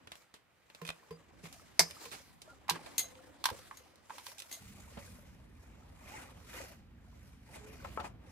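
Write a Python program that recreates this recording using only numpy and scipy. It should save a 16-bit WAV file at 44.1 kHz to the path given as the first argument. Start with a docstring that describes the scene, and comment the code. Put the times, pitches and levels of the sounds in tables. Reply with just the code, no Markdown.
"""A telescopic metal pole is put together at night beside a parked van: the tube bongs, a catch snaps, a clamp
rings, sections knock into their joints; each body is a set of decaying modes with a burst of noisy rattle.
Sleeves swish and hands rub: clumpy banded noise and ringing slips. A few short narrow tones come between.
From 4.6 s the listener stands behind the van in a louder low rumble of filtered noise, and the pole knocks
softly on a ladder. A faint night hiss lies under it all."""
import sys
import numpy as np
from scipy import signal
from scipy.fft import rfft, irfft
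from scipy.io import wavfile

SR = 44100
rng = np.random.default_rng(int(sys.argv[2]) if len(sys.argv) > 2 else 0)


def put_to_file(sound):
    """Save the sound as 16-bit audio at rate SR, in the file named by the first command-line argument."""
    columns = np.atleast_2d(sound).T  # one column per channel
    safe = np.clip(columns, -1, 1)
    whole_steps = np.round(safe * 32767)
    wavfile.write(sys.argv[1], SR, whole_steps.astype(np.int16))


N = 366471
MOVE_S = 4.603   # from here on the listener is behind the van
BEHIND_VAN = np.arange(N) >= MOVE_S * SR

# Bongs of the tube. Each row: start in seconds, peak of the lows in dB, peak of the highs in dB,
# rattle T60 in seconds; peaks are those before panning.
TUBE_BONGS = [(0.815, -46.5, -36, 0.11), (0.889, -61, -47, 0.03), (1.107, -45.5, -38.5, 0.086),
              (1.431, -44, -63, 0.11), (1.806, -37.5, -41, 0.091), (2.057, -88, -43, 0.04),
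              (2.708, -42.5, -41.5, 0.45)]
# Modes of the hollow tube. Each row: pitch in Hz, relative level in dB, T60 in seconds.
TUBE_MODES = [(167, -2, .2), (465, -6, .16), (425, -3, .055), (1040, -6, .06)]
# Colour of the tube's rattle. Each row: frequency in Hz, relative level in dB.
TUBE_RATTLE_COLOUR = [(100, -20.5), (450, -23.5), (2400, -31), (8000, -44)]


def tube_bongs():
    """The hollow tube rings in a few low modes; the blow decides how much of the highs it wakes."""
    return blows(TUBE_BONGS, TUBE_MODES, TUBE_RATTLE_COLOUR, rattle_db=-15.5, rise_ms=1.7, pan_db=-2.0,
                 split_hz=310, lag=4, spread=0.0043)


# The catch snapping. Each row: start in seconds, peak of the lows in dB, peak of the highs in dB,
# rattle T60 in seconds; peaks are those before panning.
CATCH_SNAPS = [(1.793, -10, -6, 0.094)]
# Modes of the catch. Each row: pitch in Hz, relative level in dB, T60 in seconds.
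CATCH_MODES = [(732, -19, .06), (1745, -14, .045), (1895, -14, .05), (2155, -14, .06), (4550, -10, .07),
               (4880, -27, .45), (4950, -8, .09), (5185, -5, .07), (5230, -27, .55), (6090, -27, .4),
               (6595, -13, .04), (6110, -7, .065), (11800, -12, .03)]
# Colour of the catch's rattle. Each row: frequency in Hz, relative level in dB.
CATCH_RATTLE_COLOUR = [(200, -27), (715, -14), (1380, -22), (2000, -10), (3070, -27), (5110, -2.5),
                       (7220, -9.5), (12000, -14.5), (15500, -22.5)]


def catch_snaps():
    """Loose parts of the catch split each bright mode into a wide cluster of nine."""
    return blows(CATCH_SNAPS, CATCH_MODES, CATCH_RATTLE_COLOUR, rattle_db=2.5, rise_ms=1.0, pan_db=-0.5,
                 spread=0.015, size=16384, count=9)


# Clinks of the clamp. Each row: start in seconds, peak of the lows in dB, peak of the highs in dB,
# rattle T60 in seconds; peaks are those before panning.
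CLAMP_CLINKS = [(2.98, -37.5, -15, 0.14), (2.992, -39.5, -18, 0.11), (3.771, -54, -39.5, 0.13),
                (4.513, -43, -33.5, 0.23), (4.526, -53, -29, 0.19)]
# Modes of the clamp. Each row: pitch in Hz, relative level in dB, T60 in seconds.
CLAMP_MODES = [(2073, -9, .21), (3984, -33, .36), (4500, -5, .016), (6455, -11, .16), (6600, -9, .08),
               (9437, -19, .1), (13200, -11, .04)]
# Colour of the clamp's rattle. Each row: frequency in Hz, relative level in dB.
CLAMP_RATTLE_COLOUR = [(300, -1.5), (4140, -7), (5570, -14), (6460, -3), (7620, -8.5), (13000, -9.5),
                       (15500, -20)]


def clamp_clinks():
    """The clamp rings in high modes, each a tight cluster of three."""
    return blows(CLAMP_CLINKS, CLAMP_MODES, CLAMP_RATTLE_COLOUR, rattle_db=-7.5, rise_ms=1.0, pan_db=0.5,
                 spread=0.00393, size=16384)


# Sections knocking into their joints. 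Each row: start in seconds, peak of the lows in dB,
# peak of the highs in dB, rattle T60 in seconds; peaks are those before panning.
JOINT_KNOCKS = [(1.803, -19, -42, 0.036), (2.681, -41.5, -42, 0.11), (2.691, -18.5, -50, 0.015),
                (2.696, -42, -14, 0.072), (2.706, -24.5, -43, 0.029), (2.759, -40.5, -63, 0.062),
                (3.44, -30, -20.5, 0.042), (3.455, -18, -14, 0.059), (3.488, -29, -34, 0.031),
                (3.501, -32.5, -33.5, 0.032), (3.711, -34.5, -77, 0.081), (4.096, -39.5, -50.5, 0.13),
                (4.104, -33, -54, 0.057), (4.181, -36.5, -38, 0.1), (4.266, -39, -31.5, 0.04),
                (4.317, -45.5, -47, 0.015)]
# Modes of a joint. Each row: pitch in Hz, relative level in dB, T60 in seconds.
JOINT_MODES = [(866, -12, .035), (964, -10, .04), (1120, -11, .035), (1600, -14, .035)]
# Colour of the joint's rattle. Each row: frequency in Hz, relative level in dB.
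JOINT_RATTLE_COLOUR = [(200, -21.5), (630, -6.5), (957, 17.5), (1350, 4.5), (4660, -13.5), (7480, -22),
                       (13000, -20), (15500, -32.5)]


def joint_knocks():
    """A joint's close-set modes die fast, which makes a short, dry knock."""
    return blows(JOINT_KNOCKS, JOINT_MODES, JOINT_RATTLE_COLOUR, rattle_db=-9.0, rise_ms=0.96, pan_db=-3.0, lag=2)


# Three gestures of a fitting: sharp ticks, ringing clacks of the loose fitting, scrapes along the tube.
# Each row: start in seconds, peak of the lows in dB, peak of the highs in dB, rattle T60 in seconds;
# peaks are those before panning.
FITTING_TICKS = [(0.072, -41.5, -48, 0.058), (0.118, -34, -40.5, 0.082), (0.154, -44.5, -45, 0.044),
                 (0.34, -43.5, -45, 0.16), (0.7, -45, -55, 0.08), (0.748, -40, -44, 0.075),
                 (1.455, -36, -69, 0.14), (1.526, -44.5, -40.5, 0.11), (1.909, -37, -35.5, 0.036),
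                 (2.418, -48, -38, 0.088), (3.153, -44.5, -62, 0.037), (3.957, -67, -47, 0.034)]
FITTING_CLACKS = [(0.85, -37, -40, 0.071), (0.866, -44, -38, 0.027), (0.875, -38, -36, 0.079),
                  (0.889, -25, -31.5, 0.025), (0.902, -29, -35, 0.02), (4.382, -54, -37, 0.056),
                  (4.391, -58, -33.5, 0.061), (4.4, -45, -31, 0.042), (4.42, -45, -34, 0.042)]
FITTING_SCUFFS = [(2.053, -42, -41, 0.046), (2.114, -42, -38, 0.19), (2.86, -44, -47, 0.07)]
# Modes of the fitting. Each row: pitch in Hz, relative level in dB, T60 in seconds.
FITTING_MODES = [(2500, -13, .025), (3600, -9, .014)]
# Colour of the fitting's rattle. Each row: frequency in Hz, relative level in dB.
FITTING_RATTLE_COLOUR = [(200, -13), (940, -12), (2560, -12), (9480, -16), (15500, -26.5)]


def fitting_sounds():
    """Two short modes: fast noisy onsets tick, ringing ones clack, slow onsets scrape."""
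    body = (FITTING_MODES, FITTING_RATTLE_COLOUR)
    ticks = blows(FITTING_TICKS, *body, rattle_db=6.0, rise_ms=0.21, pan_db=-2, lag=18)
    clacks = blows(FITTING_CLACKS, *body, rattle_db=-16.0, rise_ms=1.0, pan_db=-3.5,
                   split_hz=3200, lag=18, spread=0.01)   # split between the two modes
    scuffs = blows(FITTING_SCUFFS, *body, rattle_db=-21.0, rise_ms=11.0, pan_db=-4.0, split_hz=2000, lag=18)
    return ticks + clacks + scuffs


# The pole knocking on the ladder. Each row: start in seconds, peak of the lows in dB,
# peak of the highs in dB, rattle T60 in seconds; peaks are those before panning.
POLE_ON_LADDER = [(4.973, -44.5, -46, 0.11), (7.567, -47, -64, 0.068), (7.846, -32, -46.5, 0.061),
                  (7.974, -25, -48, 0.012), (7.994, -31.5, -58, 0.13), (7.999, -47, -36, 0.066),
                  (8.043, -34, -51, 0.12)]
# Modes of the ladder. Each row: pitch in Hz, relative level in dB, T60 in seconds.
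LADDER_MODES = [(880, -5, .07), (1300, -7, .11), (2300, -16, .03)]
# Colour of the ladder's rattle. Each row: frequency in Hz, relative level in dB.
LADDER_RATTLE_COLOUR = [(300, -3), (892, 11), (1560, -2), (2560, -21), (4570, -39.5), (15500, -57)]


def ladder_knocks():
    """A slow onset and a dull rattle make the ladder's knocks soft; they sit left."""
    return blows(POLE_ON_LADDER, LADDER_MODES, LADDER_RATTLE_COLOUR, rattle_db=7.5, rise_ms=4.2, pan_db=4.0, lag=-4)


# Thuds of a foot. Each row: start in seconds, peak of the lows in dB, peak of the highs in dB,
# rattle T60 in seconds; peaks are those before panning.
FOOT_THUDS = [(3.512, -44, -39.5, 0.11), (4.971, -44, -39, 0.028)]
# Modes of the thud. Each row: pitch in Hz, relative level in dB, T60 in seconds.
FOOT_MODES = [(93, 11, 0.026), (205, 1.5, 0.022), (568, -23.5, 0.11)]
# Colour of the thud's rattle. Each row: frequency in Hz, relative level in dB.
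FOOT_RATTLE_COLOUR = [(40, -72), (100, -12), (500, 13), (1500, -21), (8000, -71)]


def foot_thuds():
    """Strongly damped low modes with a slow onset make a thud."""
    return blows(FOOT_THUDS, FOOT_MODES, FOOT_RATTLE_COLOUR, rattle_db=-13.5, rise_ms=8.5, pan_db=-3.5, split_hz=210)


# Colour of cloth and hands. Each row: frequency in Hz, relative level in dB.
CLOTH_COLOUR = [(250, -5), (650, -9.5), (1000, -8.5), (1500, -11.5), (2400, -11.5), (3200, -14.5),
                (6900, -15.5), (10100, -18.5), (12500, -20), (15800, -28.5)]
# Bands that colour the rubbing behind the van. Each row: centre in Hz, width in Hz,
# level in dB against the unit hiss when the stroke is at -43.5 dB.
RUBBING_BANDS = [(2050, 400, -5), (2450, 130, -7), (2800, 150, -14)]
# One more band glides up with the stroke: pitch at a -50.5 dB stroke, level at a -43.5 dB stroke.
GLIDE_HZ, GLIDE_HZ_PER_DB, GLIDE_WIDTH_HZ, GLIDE_DB = 888, 50, 36, -5
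RUB_GROWTH = 0.62   # dB that all these bands gain on the hiss for each dB of stroke


def rustle():
    """Cloth and hands rubbing: noise in clumps of tiny slips, some of which ring."""
    level_db, brightness = movement()
    slips = from_db(1.2 * np.minimum(rng.exponential(1, N), 6) + 1.8 * drift(51))
    hiss = banded_noise(CLOTH_COLOUR, patchy_db=2.0, tilt_db=brightness, grain=slips)
    rub = sum(from_db(db + 4.0 * drift(31.0)) * narrow(hz, width_hz) for hz, width_hz, db in RUBBING_BANDS)
    glide_hz = np.maximum(GLIDE_HZ + GLIDE_HZ_PER_DB * (level_db + 50.5), 450)
    rub = rub + from_db(GLIDE_DB + 4.1 * drift(30.0)) * narrow(glide_hz, GLIDE_WIDTH_HZ)
    rub = rub * from_db(RUB_GROWTH * (level_db + 43.5)) * BEHIND_VAN
    ringing = from_db(-6.5) * squeaks(per_s=100, low_hz=514.0, high_hz=2360, cycles=45)
    return from_db(level_db) * (hiss + rub + ringing)


# Cloth and hands never quite at rest. 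Each row: time in seconds, level in dB before the brightness tilt,
# brightness in dB per octave about 2 kHz.
FIDGETING = [(0.0, -66.5, -4.5), (0.44, -83, 0), (0.94, -62, 0), (1.3, -67, -3), (1.75, -62.5, -1),
             (1.9, -55, 1.5), (2.2, -60, 1), (2.4, -67.5, -0.5), (2.66, -72, -5), (3.0, -59, 1.5),
             (3.38, -63.5, -3), (3.68, -59, 0.5), (4.0, -69.5, -2.5), (4.5, -59.5, 2), (4.94, -63, 0.5),
             (5.47, -69, -3), (6.35, -63.5, -2), (6.88, -79.5, -5), (7.2, -65, -0.5), (7.45, -71.5, -1),
             (7.7, -57, -1.5), (7.97, -58, 0), (8.18, -73, -7), (8.31, -60.5, -1)]
# Single swishes of a sleeve or a hand. Each row: time of the peak in seconds, peak in dB before the
# brightness tilt, length in seconds, brightness in dB per octave about 2 kHz.
SLEEVE_SWISHES = [(0.17, -62.5, 0.28, 1), (1.455, -50.5, 0.074, 0), (1.56, -61.5, 0.32, 4),
                  (2.029, -48.5, 0.11, -0.5), (2.495, -59.5, 0.22, -1.5), (2.756, -46, 0.068, -2.5),
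                  (2.866, -54, 0.59, -1.5), (3.564, -58.5, 0.46, 2), (4.156, -56.5, 0.26, 1),
                  (4.283, -56, 0.21, 4), (5.038, -58, 0.63, 1), (5.624, -67.5, 0.23, 1),
                  (6.147, -51, 0.39, -0.5), (6.575, -48.5, 0.34, 0), (6.712, -58.5, .15, 0),
                  (7.554, -54.5, 0.21, -0.5), (7.881, -59.5, 0.17, -2), (8.056, -49, 0.074, -1.5)]
SWISH_RISE_SHARE, SWISH_EDGE_DB = .45, -17   # share of the length before the peak; both ends against the peak


def movement():
    """Fidgeting and swelling swishes add as power; the louder ones set the brightness."""
    level_db, brightness = in_time(FIDGETING)
    power, t = from_db(2 * level_db), np.arange(N) / SR
    weighted = brightness * power
    for peak_s, db, length, tilt in SLEEVE_SWISHES:
        rising, falling = (peak_s - t) / SWISH_RISE_SHARE, (t - peak_s) / (1 - SWISH_RISE_SHARE)
        away = np.where(t < peak_s, rising, falling) / length   # 0 at the peak, 1 at either end
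        swish = from_db(2 * np.maximum(db + SWISH_EDGE_DB * away ** 1.3, -200))
        power, weighted = power + swish, weighted + tilt * swish
    return 10 * np.log10(power), weighted / power


def squeaks(per_s, low_hz, high_hz, cycles):
    """Random slips of a rubbed surface excite 24 resonators that fall 60 dB in a number of cycles; rms 1."""
    slips = (rng.random((2, N)) < per_s / SR) * rng.standard_normal((2, N)) + 1e-18
    dealt, out = rng.integers(0, 24, N), 0   # which resonator each slip strikes
    for k, hz in enumerate(np.geomspace(low_hz, high_hz, 24)):
        r, w = from_db(-60 * hz / cycles / SR), 2 * np.pi * hz / SR
        mid, side = signal.lfilter([0, np.sin(w)], [1, -2 * r * np.cos(w), r * r], slips * (dealt == k))
        out = out + from_db(at_hz(CLOTH_COLOUR, hz)) * stereo(mid, side, hz)
    return rms_one(out)


# Short narrow tones: a high ring after a bong, a chirp, two groans, a low drone.
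# Each row: start in seconds, length in seconds, pitch in Hz, level in dB before the fades.
NARROW_TONES = [(1.1, 0.073, 4850, -67), (2.472, 0.057, 1400, -63.5), (3.034, 0.28, 518, -64),
                (4.62, 0.73, 196, -65), (7.584, 0.18, 433, -61.5)]
TONE_WIDTH_HZ, TONE_FADE_S = 28, 0.009


def narrow_tones():
    """Narrow noise bands heard as wavering tones that fade in and out."""
    out, t = np.zeros((2, N + SR)), np.arange(SR) / SR
    for s, length, hz, db in NARROW_TONES:
        fade = np.clip(np.minimum(t, length - t) / TONE_FADE_S, 0, 1)
        at = round(s * SR)
        out[:, at:at + SR] += from_db(db) * fade * narrow(hz, TONE_WIDTH_HZ, size=SR)
    return out[:, :N]


# Far traffic and wind, louder behind the van. Each row: time in seconds, level in dB before
# the bass cut, the narrowing and the balance.
RUMBLE_LEVEL = [(0, -61), (.24, -78), (1.04, -71.5), (1.4, -57.5), (1.93, -64), (2.82, -59.5),
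                (3.32, -62.5), (3.6, -60), (3.9, -67.5), (4.6, -70), (4.605, -53), (6.17, -54.5),
                (7.1, -53.5), (7.5, -54), (8.03, -47.5), (8.31, -54)]
# Colour of the rumble. Each row: frequency in Hz, relative level in dB.
RUMBLE_SPECTRUM = [(25, -22), (45, 2.5), (65, 5.5), (145, -7.5), (236, -7), (330, -23), (700, -33.5)]
BESIDE_CUT_HZ = 74   # beside the van the deepest rumble is weaker
BEHIND_SIDE_POWER = .1   # behind the van the left-right difference keeps this share of its power


def rumble():
    """Low banded noise: thinner in the bass beside the van, nearly mono behind it."""
    low = from_db(in_time(RUMBLE_LEVEL)[0]) * banded_noise(RUMBLE_SPECTRUM, patchy_db=0.0)
    behind = low.mean(axis=0) + BEHIND_SIDE_POWER ** .5 * (low - low[::-1]) / 2
    beside = signal.sosfilt(signal.butter(2, BESIDE_CUT_HZ, "high", fs=SR, output="sos"), low)
    return np.where(BEHIND_VAN, behind, beside)


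# Colour of the night air. Each row: frequency in Hz, relative level in dB.
NIGHT_COLOUR = [(100, -1), (2040, -3), (5510, -18), (7560, -22), (11800, -24), (13900, -20.5), (15500, -40)]


def night_air():
    """Faint, steady wide-band noise with only a slight flicker."""
    return from_db(-71) * banded_noise(NIGHT_COLOUR, patchy_db=.5)


ECHO_DB, ECHO_T60_S, ECHO_CUT_HZ = -14, 0.14, 9400


def echoes(x):
    """A short, dull scatter of echoes from the van's side and the ground: decaying noise as impulse response."""
    t = np.arange(SR // 3) / SR
    scatter = rng.standard_normal((2, len(t))) * from_db(-60 * t / ECHO_T60_S) * (t > .004)
    scatter = signal.sosfilt(signal.butter(1, ECHO_CUT_HZ, fs=SR, output="sos"), scatter)
    return signal.fftconvolve(x, scatter / np.sqrt(np.sum(scatter ** 2) / 2), axes=1)[:, :N]


RISE_CYCLES = 1.5   # a mode swells over this many of its cycles, so lows start later
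CRACK_SHARE, CRACK_T60_S = 2.2, .014   # extra height and decay of the first contact


def blows(events, modes, rattle, rattle_db, rise_ms, pan_db, split_hz=3500, lag=0, spread=0.0075, size=8192, count=3):
    """Each blow: a burst of rattle and the body's modes, with its own share of lows and highs.

    Positive pan_db leans left; lag delays the left in samples, a negative one advances it."""
    out, t = np.zeros((2, N + size)), np.arange(size) / SR
    hz = np.maximum(np.fft.rfftfreq(size, 1 / SR), 20)
    # loose parts split each mode into a cluster
    mode_hz, mode_db, mode_t60 = np.repeat(modes, count, axis=0).T[:, :, None]
    swell = 1 - np.exp(-t * mode_hz / RISE_CYCLES)
    envelope = swell * from_db(mode_db - 60 * t / mode_t60)
    for s, low_db, high_db, t60 in events:
        mid, side = rfft(rng.standard_normal((2, size))) * from_db(at_hz(rattle, hz))
        burst = rms_one(irfft(stereo(mid, side, hz))) * from_db(rattle_db - 60 * t / t60)
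        burst = burst * (1 + CRACK_SHARE * from_db(-60 * t / CRACK_T60_S))
        split = mode_hz * (1 + rng.normal(0, spread, mode_hz.shape))
        phase = rng.uniform(0, 2 * np.pi, mode_hz.shape) + rng.normal(0, 0.075, (2, *mode_hz.shape))
        rings = np.sum(envelope * np.sin(2 * np.pi * split * t + phase), axis=1)
        blow = (1 - np.exp(-1000 * t / rise_ms)) * (burst + rings / np.sqrt(count))
        low = signal.sosfilt(signal.butter(4, split_hz, "low", fs=SR, output="sos"), blow)
        high = signal.sosfilt(signal.butter(4, split_hz, "high", fs=SR, output="sos"), blow)
        blow = from_db(low_db) * low / np.abs(low).max() + from_db(high_db) * high / np.abs(high).max()
        at = round(s * SR)
        out[0, at + lag:at + lag + size - 64] += from_db(pan_db / 2) * blow[0, :-64]
        out[1, at:at + size] += from_db(-pan_db / 2) * blow[1]
    return out[:, :N]


def banded_noise(spectrum, patchy_db, tilt_db=0, grain=1):
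    """Third-octave bands of stereo noise, each flickering on its own; rms 1 before the tilt about 2 kHz."""
    out, power, together = 0, 0, drift(1.5)
    low_hz, high_hz = spectrum[0][0], spectrum[-1][0]
    edges = np.geomspace(low_hz, high_hz, round(3 * np.log2(high_hz / low_hz)) + 1)
    white = grain * rng.standard_normal((2, 2, N))   # neighbouring bands take turns with two sources
    for k, (low, high) in enumerate(zip(edges, edges[1:])):
        mid, side = signal.sosfilt(signal.butter(2, [low, high], "band", fs=SR, output="sos"), white[k % 2])
        hz = np.sqrt(low * high)
        flicker_db = patchy_db * (0.14 * together + drift(5.6))
        band = from_db(at_hz(spectrum, hz) + flicker_db) * stereo(mid, side, hz)
        out = out + band * from_db(tilt_db * np.log2(hz / 2000))
        power = power + np.mean(band ** 2)
    return out / np.sqrt(power)


def narrow(hz, width_hz, size=N):
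    """Slow noise shifted up to a centre that may move: a narrow stereo band of rms 1."""
    lowpass = signal.butter(2, width_hz / 2, fs=SR, output="sos")
    slow = signal.sosfilt(lowpass, rng.standard_normal((2, 2, size)))
    turn = 2 * np.pi * np.cumsum(hz + np.zeros(size)) / SR
    mid, side = slow[0] * np.cos(turn) + slow[1] * np.sin(turn)
    return rms_one(stereo(mid, side, np.mean(hz)))


# Stereo width over pitch. Each row: frequency in Hz, left-right likeness from 0 (unrelated) to 1 (mono).
STEREO_LIKENESS = [(60, 0.32), (200, 0.54), (500, 0.17), (2000, 0.53), (8000, 0.073), (12000, 0.29)]


def stereo(mid, side, hz):
    """Two unrelated signals mixed to the left-right likeness of that pitch."""
    alike = at_hz(STEREO_LIKENESS, hz)
    return np.sqrt(1 + alike) * mid + np.sqrt(1 - alike) * side * [[1], [-1]]


def drift(rate_hz):
    """Slow random wander of rms near 1: low-passed noise made at a fortieth of the sample rate."""
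    r = np.exp(-80 * np.pi * rate_hz / SR)
    slow = signal.lfilter([1], [1, -2 * r, r * r], rng.standard_normal(N // 40 + 2002))[2000:]
    return np.interp(np.arange(N) / 40, np.arange(len(slow)), rms_one(slow))


def from_db(db):
    """Decibels to amplitude."""
    return 10 ** (np.asarray(db) / 20)


def rms_one(x):
    """Scale to rms 1."""
    return x / np.sqrt(np.mean(x ** 2) + 1e-20)


def in_time(rows):
    """Draw each column after the first as a line over time."""
    s, *columns = np.transpose(rows)
    return [np.interp(np.arange(N) / SR, s, c) for c in columns]


def at_hz(points, hz):
    """Read a curve at a pitch, straight over log frequency."""
    curve_hz, values = np.array(points).T
    return np.interp(np.log(hz), np.log(curve_hz), values)


def scene():
    """The pole stops with its echoes at the move; thuds and surroundings are heard from both places,
    the ladder only behind the van."""
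    pole = tube_bongs() + catch_snaps() + clamp_clinks() + joint_knocks() + fitting_sounds()
    pole = (pole + from_db(ECHO_DB) * echoes(pole)) * ~BEHIND_VAN
    soft_blows = foot_thuds() + ladder_knocks()
    soft_blows = soft_blows + from_db(ECHO_DB) * echoes(soft_blows)
    background = (rumble() + night_air()) * from_db([[-.7], [.7]])   # leans right
    around = rustle() + narrow_tones() + background
    # in samples: the right leads beside the van, the left behind it
    around[0] = np.where(BEHIND_VAN, np.roll(around[0], -4), np.roll(around[0], 2))
    return pole + soft_blows + around


def record(dry):
    """The microphone drops the lowest bass; the top is cut steeply at 16.7 kHz."""
    dry = signal.sosfilt(signal.butter(2, 45, "high", fs=SR, output="sos"), dry)
    return signal.sosfilt(signal.cheby2(12, 70, 16700, fs=SR, output="sos"), dry)


dry = scene()
out = record(dry)
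put_to_file(out)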